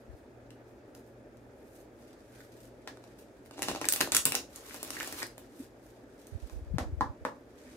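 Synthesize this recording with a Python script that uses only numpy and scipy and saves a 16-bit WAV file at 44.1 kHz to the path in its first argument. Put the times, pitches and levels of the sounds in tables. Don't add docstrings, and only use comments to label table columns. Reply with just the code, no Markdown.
import sys
import numpy as np
from scipy import signal
from scipy.io import wavfile

SR = 44100
rng = np.random.default_rng(int(sys.argv[2]) if len(sys.argv) > 2 else 0)


def wrap_up_sound(samples):
    columns = np.atleast_2d(samples).T
    tamed = np.clip(columns, -1, 1)
    steps = np.round(tamed * 32767).astype(np.int16)
    wavfile.write(sys.argv[1], SR, steps)


N = 342216


def from_db(db):
    return 10 ** (np.asarray(db) / 20)


def rms_one(x):
    return x / np.sqrt(np.mean(x ** 2) + 1e-20)


def in_time(rows):
    t, *columns = np.transpose(rows)
    return [np.interp(np.arange(N) / SR, t, column) for column in columns]


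def in_span(table):
    first, last = table[0], table[-1]
    before = (first[0] - .04, -120, *first[2:])
    after = (last[0] + .04, -120, *last[2:])
    return in_time([before, *table, after])


def at_hz(points, hz):
    f, value = np.array(points).T
    return np.interp(np.log(hz), np.log(f), value)


def drift(rate_hz):
    pole = np.exp(-80 * np.pi * rate_hz / SR)
    white = rng.standard_normal(N // 40 + 2002)
    slow = signal.lfilter([1], [1, -2 * pole, pole * pole], white)[2000:]
    return np.interp(np.arange(N) / 40, np.arange(len(slow)), rms_one(slow))


def body(x, modes, turn=-1):
    def bank(v):
        out = 0
        for k, (hz, width_hz, level_db) in enumerate(modes):
            r = np.exp(-np.pi * width_hz / SR)
            poles = [1, -2 * r * np.cos(2 * np.pi * hz / SR), r * r]
            ring = (1 - r * r) * signal.lfilter([1, 0, -1], poles, v + 1e-18)
            out = out + turn ** k * from_db(level_db) * ring
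        return out
    unit_click = np.eye(1, 2000)[0]
    return bank(x) / np.abs(bank(unit_click)).max()


def clicks(seconds, level_db, contact_ms):
    out, at = np.zeros((2, N)), np.round(seconds * SR).astype(int)
    step = np.arange(500)
    contact_ms = np.clip(contact_ms + 0 * seconds, 1e-3, 4)[:, None, None]
    luck = rng.standard_normal((len(at), 3, len(step)))
    own, shared = luck[:, :2], luck[:, 2:]
    touch = .3 * (own + shared) * np.exp(-step / (contact_ms * SR / 1000))
    touch[:, :, :1] = np.sign(shared[:, :, :1]) / (1 + 2 * contact_ms)
    for ch in range(2):
        np.add.at(out[ch], at[:, None] + step, from_db(level_db)[:, None] * touch[:, ch])
    return out


def strokes(seconds, level_db, rise_s, fall_db_per_s):
    t, power = np.arange(0, N + 32, 32) / SR, 0
    for s, peak_db, rise in zip(seconds, level_db, rise_s):
        before_db = 29.5 * (s - t) / max(rise, 1e-3)
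        after_db = fall_db_per_s * (t - s)
        power = power + from_db(2 * (peak_db - np.maximum(before_db, after_db)))
    return np.interp(np.arange(N) / SR, t, np.sqrt(power))


def swell(start_s, hz, rise_s, phase):
    out, since = np.zeros((2, N)), np.arange(SR // 4) / SR
    at = round(start_s * SR)
    envelope = (since / rise_s * np.exp(1 - since / rise_s)) ** 2
    out[:, at:at + len(since)] = envelope * np.sin(2 * np.pi * hz * since + phase)
    return out


# f/Hz, left-right correlation [-1 to 1]
PORT_LIKENESS = [(60, 1), (130, 0.63), (290, 1), (640, 0.7), (1400, 0), (3100, 0.22), (15000, 0)]


def stereo_bands(length, shape):
    out, edges = 0, 28 * 2 ** np.arange(0, 9.6, .5)
    white = rng.standard_normal((2, 2, length + 4000))
    for k, (low, high) in enumerate(zip(edges, edges[1:])):
        centre = np.sqrt(low * high)
        band = signal.butter(2, [low, high], "band", fs=SR, output="sos")
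        mid, side = signal.sosfilt(band, white[k % 2])[:, 4000:]
        alike = np.clip(at_hz(PORT_LIKENESS, centre), -1, 1)
        stereo = np.sqrt(1 + alike) * mid + np.sqrt(1 - alike) * side * [[1], [-1]]
        out = out + shape(centre) * stereo
    return out


# f/Hz, relative level/dB [per Hz]
AIR_SPECTRUM = [(30, -18.5), (50, -5), (86, -13), (125, -6), (167, -42.5), (200, -6), (298, -4), (455, -9),
                (620, -8), (900, -26.5), (1700, -21), (2600, -36.5), (6000, -39.5), (15500, -49)]
AIR_DB = -54
HUM_HZ, HUM_WAVER_DB, HUM_DB = 119.3, 3.5, -63.5


def murmur():
    air = rms_one(stereo_bands(N, lambda hz: from_db(at_hz(AIR_SPECTRUM, hz) + 1.4 * drift(28))))
    tone = np.sin(2 * np.pi * HUM_HZ * np.arange(N) / SR + 0.52 * drift(2.3))
    hum = tone * from_db(HUM_WAVER_DB * drift(4.2))
    return from_db(AIR_DB) * air + from_db(HUM_DB) * hum


# t/s, level/dB
HOLD_RUSTLE = [(0, -81), (1.86, -108), (2.05, -68.5), (2.6, -72), (2.85, -73), (3.05, -69), (3.45, -75),
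               (5.45, -67), (5.7, -77), (6.05, -73), (6.45, -65.5), (6.62, -75), (7.48, -77.5),
               (7.62, -62.5), (7.76, -62)]
# t/s [of the peak], level/dB, rise [s]
BRUSH_STROKES = [(0.002, -61, .02), (0.17, -64, 0.12), (0.512, -67, 0.043), (0.69, -62, 0.044),
                 (0.86, -73, .02), (0.948, -51, 0.0024), (1.074, -64, 0.077), (1.796, -53.5, 0.41),
                 (2.03, -61, 0.28), (2.33, -57.5, 0.16), (2.405, -48.5, 0.051), (2.445, -57, 0.056),
                 (2.642, -54.5, 0.28), (3.194, -51, 0.026), (3.24, -79, .06), (3.46, -56, 0.022),
                 (5.383, -55, 0.011), (5.603, -49.5, 0.13), (5.844, -58.5, 0.073), (5.91, -55, 0.11),
                 (6.21, -58.5, 0.12), (6.269, -60, 0.026), (6.51, -52.5, 0.11), (7.584, -66, 0.051)]
# t/s [of the peak], hiss level/dB, rise [s], packet weight level/dB [against the hiss]
PACKET_DROPS = [(3.638, -58, 0.089, 29), (3.69, -51.5, .03, 22.5), (3.759, -49, 0.073, 6.5),
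                (3.819, -44, .03, 10.5), (3.901, -44.5, 0.044, 1.5), (3.97, -33.5, .05, -17),
                (4.006, -39, 0.014, 9), (4.121, -28, 0.00291, -2), (4.172, -36.5, .05, -6.5),
                (4.256, -38, .01, 6), (4.35, -46, 0.084, 16), (4.555, -42.5, 0.088, -33),
                (5.223, -61.5, 0.017, 17)]
# t/s, hiss level/dB, packet weight level/dB [against the hiss]
LONG_SLIDE = [(4.6, -52, -15), (4.75, -40, -20), (4.82, -49.5, 7), (4.89, -41.5, -2), (4.92, -41.5, 3),
              (5.022, -36.5, -8.5), (5.11, -41, -7), (5.208, -35, -10), (5.26, -66, -17), (5.33, -84, -6)]
# f/Hz, relative level/dB [per Hz]
PAPER_SPECTRUM = [(530, -38.5), (900, -2), (1330, -4.5), (2060, -6), (2630, -8.5), (14800, -9.5),
                  (15900, -19), (16500, -72.5)]
# f/Hz, width [Hz], level/dB
FACE_MODES = [(2850, 260, 0.5), (1355, 570, 1), (3630, 4300, -2)]
# f/Hz, width [Hz], level/dB
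PACKET_MODES = [(292, 70, 4), (580, 141, 2.5), (840, 396, -1)]
BRUSH_FALL_DB_PER_S, DROP_FALL_DB_PER_S = 280, 319.5


def slide():
    hiss_db, weight_db = in_span(LONG_SLIDE)
    s, drop_db, rise_s, drop_weight_db = np.transpose(PACKET_DROPS)
    hiss = from_db(hiss_db) + strokes(s, drop_db, rise_s, DROP_FALL_DB_PER_S)
    drop_weight = strokes(s, drop_db + drop_weight_db, rise_s, DROP_FALL_DB_PER_S)
    weight = from_db(hiss_db + weight_db) + drop_weight
    brush = strokes(*np.transpose(BRUSH_STROKES), BRUSH_FALL_DB_PER_S)

    slips = (rng.random(N) < 400 / SR) * from_db(5.2 * np.minimum(rng.exponential(1, N), 4))
    stutter = 1 + .5 * rms_one(signal.lfilter([1], [1, -.97], slips))
    noise = stereo_bands(N, lambda hz: from_db(at_hz(PAPER_SPECTRUM, hz)))
    paper = rms_one(noise * stutter * from_db(2.6 * drift(36)))

    catches = slips * (rng.random(N) < .25) * rng.choice([-1, 1], N)
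    rub = rng.standard_normal(N) * from_db(5.9 * drift(22)) + 0.42 * rms_one(catches)
    heavy = rms_one(body(rub, FACE_MODES)) + 0.56 * rms_one(body(rub, PACKET_MODES))
    heavy = heavy + 0.24 * rms_one(body(rub, [(59, 150, 0)]))

    light = signal.sosfilt(signal.butter(1, 3500, "high", fs=SR, output="sos"), paper)
    dull = signal.sosfilt(signal.butter(1, [1800, 9000], "band", fs=SR, output="sos"), paper)
    out = from_db(-9.5) * hiss * paper + from_db(-7.5) * brush * light
    return out + from_db(in_time(HOLD_RUSTLE)[0]) * dull + from_db(-6.5) * weight * heavy


# t/s, level/dB, left-right balance [dB]
AIR_PUFFS = [(0.084, -40.5, 19), (0.13, -43, 27), (6.318, -35.5, -25), (6.345, -28.5, -27),
             (6.419, -31, -27), (6.518, -34, -17), (6.552, -32, -9), (6.61, -35, 5), (6.66, -37, 5.5),
             (6.702, -27.5, 14), (6.738, -22.5, 23), (6.756, -25, 13), (6.804, -31, -1), (6.848, -31.5, -8),
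             (6.886, -37, -1), (6.921, -28, 4), (6.967, -30, 15), (7.01, -30, 5), (7.052, -37, -8),
             (7.09, -33, -6), (7.21, -42, -3)]
SWING_HZ, SWING_SPREAD = 67.7, 0.3
SHARP_ABOVE_DB, SHARP_HZ_PER_DB = -27.5, 15


def buffet():
    out, luck = np.zeros((2, N)), rng.random((len(AIR_PUFFS), 3))
    for (s, level_db, pan_db), (first, gap, pitch) in zip(AIR_PUFFS, luck):
        hz = SWING_HZ * (1 + SWING_SPREAD * (2 * pitch - 1))
        hz = hz + SHARP_HZ_PER_DB * max(level_db - SHARP_ABOVE_DB, 0)
        pan = np.array([[pan_db], [-pan_db]]) / 2 - abs(pan_db) / 2
        phase = 2 * np.pi * np.array([[first], [first + 0.73 * gap]])
        out += from_db(level_db + 3.5 + pan) * swell(s, hz, 0.65 / hz, phase)
    return out


# face flap level/dB, packet thud level/dB
EDGE_SNAPS = [(0.5054, -72, 17.5, -1), (0.95, -49.5, -2, 0), (1.371, -57, -19, -11),
              (2.8741, -55, 2.5, 19.5), (2.9722, -58.5, 3, 14.5), (3.0396, -66, 11.5, 22),
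              (3.19, -54.5, -5, 1), (3.46, -58, 4.5, 4), (3.5102, -64.5, 15.5, 24.5),
              (3.5803, -49, -28, 15), (3.5924, -38.5, -7, 8.5), (3.621, -20, -9, -7),
              (3.6292, -23.5, -5, -38), (3.6846, -35, 7, 14.5), (3.7143, -34.5, -5.5, 7),
              (3.7495, -44.5, 5.5, 18), (3.7601, -45, 7.5, 15.5), (3.8142, -39.5, 6.5, 13),
              (3.845, -39, -5, 2.5), (3.8542, -30, -3.5, 1.5), (3.8871, -7, -19.5, -43),
              (3.924, -15, -40.5, -24.5), (3.9363, -16.5, -10.5, -18.5), (3.9612, -19, -13, -16.5),
              (4.0064, -23, 0.5, 2.5), (4.011, -11.5, -6.5, -42), (4.074, -35.5, -17.5, 8.5),
              (4.12, -11, -16, -21.5), (4.1479, -9, -12, -31), (4.151, -16.5, -12.5, -35),
              (4.16, -19, -13.5, -27), (4.1644, -24.5, -8.5, -29), (4.1669, -7.5, -10.5, -23.5),
              (4.2542, -7, -16.5, -46.5), (4.3212, -19, -7.5, -14), (4.3449, -27.5, -18, 1),
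              (4.3521, -14, -11, -23.5), (4.56, -30.5, -27, -23), (4.7439, -34, -26, -1.5),
              (4.8296, -27, -15, -6), (4.9051, -23, -9.5, -14), (5.001, -50, 13.5, 12.5),
              (5.0302, -41.5, 4.5, 5), (5.0751, -30.5, -28, -4.5), (5.1253, -30, -6.5, -5),
              (5.2292, -33.5, 5, 3), (5.268, -43, -17, -15), (5.38, -51.5, 1.5, 12),
              (6.27, -48.5, -23, -24), (6.4972, -59, 9, 14)]
# f/Hz, width [Hz], level/dB
EDGE_MODES = [(4640, 1700, -2), (6700, 890, 0), (8240, 10000, 0), (14300, 18000, 0)]
DULL_DB, DULL_PER_DB = -8.5, 0.1917
THIN_TICK_DB, THIN_SPREAD_DB = -2.5, 8


def snaps():
    s, level_db, face_db, packet_db = np.transpose(EDGE_SNAPS)
    contact_ms = 0.6 + 0.5 * from_db(0.44 * face_db)
    low_db = level_db + DULL_DB - DULL_PER_DB * (level_db + 30)
    thin_db = level_db + THIN_TICK_DB + THIN_SPREAD_DB * rng.standard_normal(len(s))
    low = body(clicks(s, low_db, contact_ms), EDGE_MODES[:2])
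    edge = body(clicks(s, level_db - 5.0, contact_ms), EDGE_MODES[2:3])
    edge = body(edge, EDGE_MODES[2:3])
    thin = body(clicks(s, thin_db, contact_ms), EDGE_MODES[3:])
    face = body(clicks(s, level_db + face_db + 4.5, contact_ms), FACE_MODES)
    packet = body(clicks(s, level_db + packet_db + 0.5, 0), PACKET_MODES)
    return low + edge + thin + face + packet


# t/s [of the peak], level/dB, rise [s]
FACE_RUBS = [(2.36, -65.5, 0.18), (2.44, -67, .1), (4.97, -58, .1), (5.02, -55, 0.057), (5.235, -65, .02),
             (7.7, -61, .2)]
# t/s, level/dB
CARD_SLAPS = [(2.405, -42), (3.8435, -27.5), (4.709, -38.5), (4.748, -47), (4.968, -35), (5.008, -32),
              (5.015, -38), (5.2196, -26.5), (5.2242, -30.5), (5.233, -42), (5.241, -54)]
# f/Hz, width [Hz], level/dB
FLAT_MODES = [(1680, 520, 3.5), (2430, 320, -2)]


def flats():
    grit = rng.standard_normal((2, N)) * from_db(2.7 * drift(40))
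    pressure = strokes(*np.transpose(FACE_RUBS), DROP_FALL_DB_PER_S)
    rub = pressure * rms_one(body(grit, FLAT_MODES))
    return body(clicks(*np.transpose(CARD_SLAPS), 0.7), FLAT_MODES) + rub


# crack, low modes, middle modes, hollow mode, top modes [each level/dB]
DECK_KNOCKS = [(2.8759, -50.5, 4.5, 9, -3, 4, 10.5), (6.784, -34.5, -6, 11, 7.5, 5, -2),
               (7.009, -13.5, -33.5, -13, -19.5, -36, -18), (7.251, -19.5, -25.5, -11.5, -5, -30, -14.5)]
# f/Hz, width [Hz], level/dB
TABLE_MODES = [(131, 12, -9), (269, 88, 1), (509, 30, 2.5), (562, 25, 1), (616, 58, -1.5), (704, 130, 0),
               (865, 68, 4.5), (934, 47, 5), (1010, 58, 6.5), (1088, 31, -1), (1146, 23, 2),
               (980, 320, -20), (1290, 50, 1), (1674, 70, 6.5)]


def knocks():
    s, level_db, crack_db, low_db, mid_db, hollow_db, top_db = np.transpose(DECK_KNOCKS)
    crack = clicks(s, level_db + crack_db, 0.047)
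    out = from_db(13) * signal.lfilter([1, -.1], [1, -.35], crack)
    out = out + from_db(20.5) * body(crack, FACE_MODES[1:])
    soft = signal.butter(4, 1950, fs=SR, output="sos")
    shares = [(TABLE_MODES[:2], low_db), (TABLE_MODES[2:5], mid_db), (TABLE_MODES[5:6], hollow_db),
              (TABLE_MODES[6:12], 0), (TABLE_MODES[12:], top_db)]
    for modes, share_db in shares:
        push = np.abs(clicks(s, level_db + share_db, 0))
        out = out + signal.sosfilt(soft, body(push, modes, turn=0.92))
    return out


def hand_thud():
    return from_db(-33.5) * swell(5.598, TABLE_MODES[1][0], 0.0073, 0)


# f/Hz, time to fall 60 dB [s]
ROOM_DECAY = [(150, 0.38), (600, 0.26), (2000, 0.19), (6000, 0.23), (14000, 0.17)]
FIRST_WALL_S = 0.0033


def room(x):
    t, out = np.arange(SR // 2) / SR, 0
    place = np.arange(N) // (SR // 16) % 3
    for k in range(3):
        echoes = stereo_bands(len(t), lambda hz: from_db(-60 * t / at_hz(ROOM_DECAY, hz)))
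        echoes = echoes * np.clip(t / FIRST_WALL_S, 0, 1) ** 2
        echoes = echoes / np.sqrt(np.sum(echoes ** 2) / 2)
        out = out + signal.fftconvolve(x[None] * (place == k), echoes, axes=1)[:, :N]
    return out


SNAP_ROOM_DB, RUB_ROOM_DB, TABLE_ROOM_DB = -2.5, -1, -1
RIGHT_LAG = 5


def scene():
    ticks, rubbing, table = snaps(), slide() + flats(), knocks()
    left, right = ticks + rubbing + table
    direct = np.array([left, np.roll(right, RIGHT_LAG)])
    send = from_db(SNAP_ROOM_DB) * ticks + from_db(RUB_ROOM_DB) * rubbing + from_db(TABLE_ROOM_DB) * table
    return direct + room(send.mean(axis=0)) + hand_thud() + buffet() + murmur()


def record(dry):
    bass_cut = signal.butter(4, 42, "high", fs=SR, output="sos")
    top_cut = signal.cheby2(14, 60, 16400, fs=SR, output="sos")
    return signal.sosfilt(top_cut, np.clip(signal.sosfilt(bass_cut, dry), -1, 1))


dry = scene()
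out = record(dry)
wrap_up_sound(out)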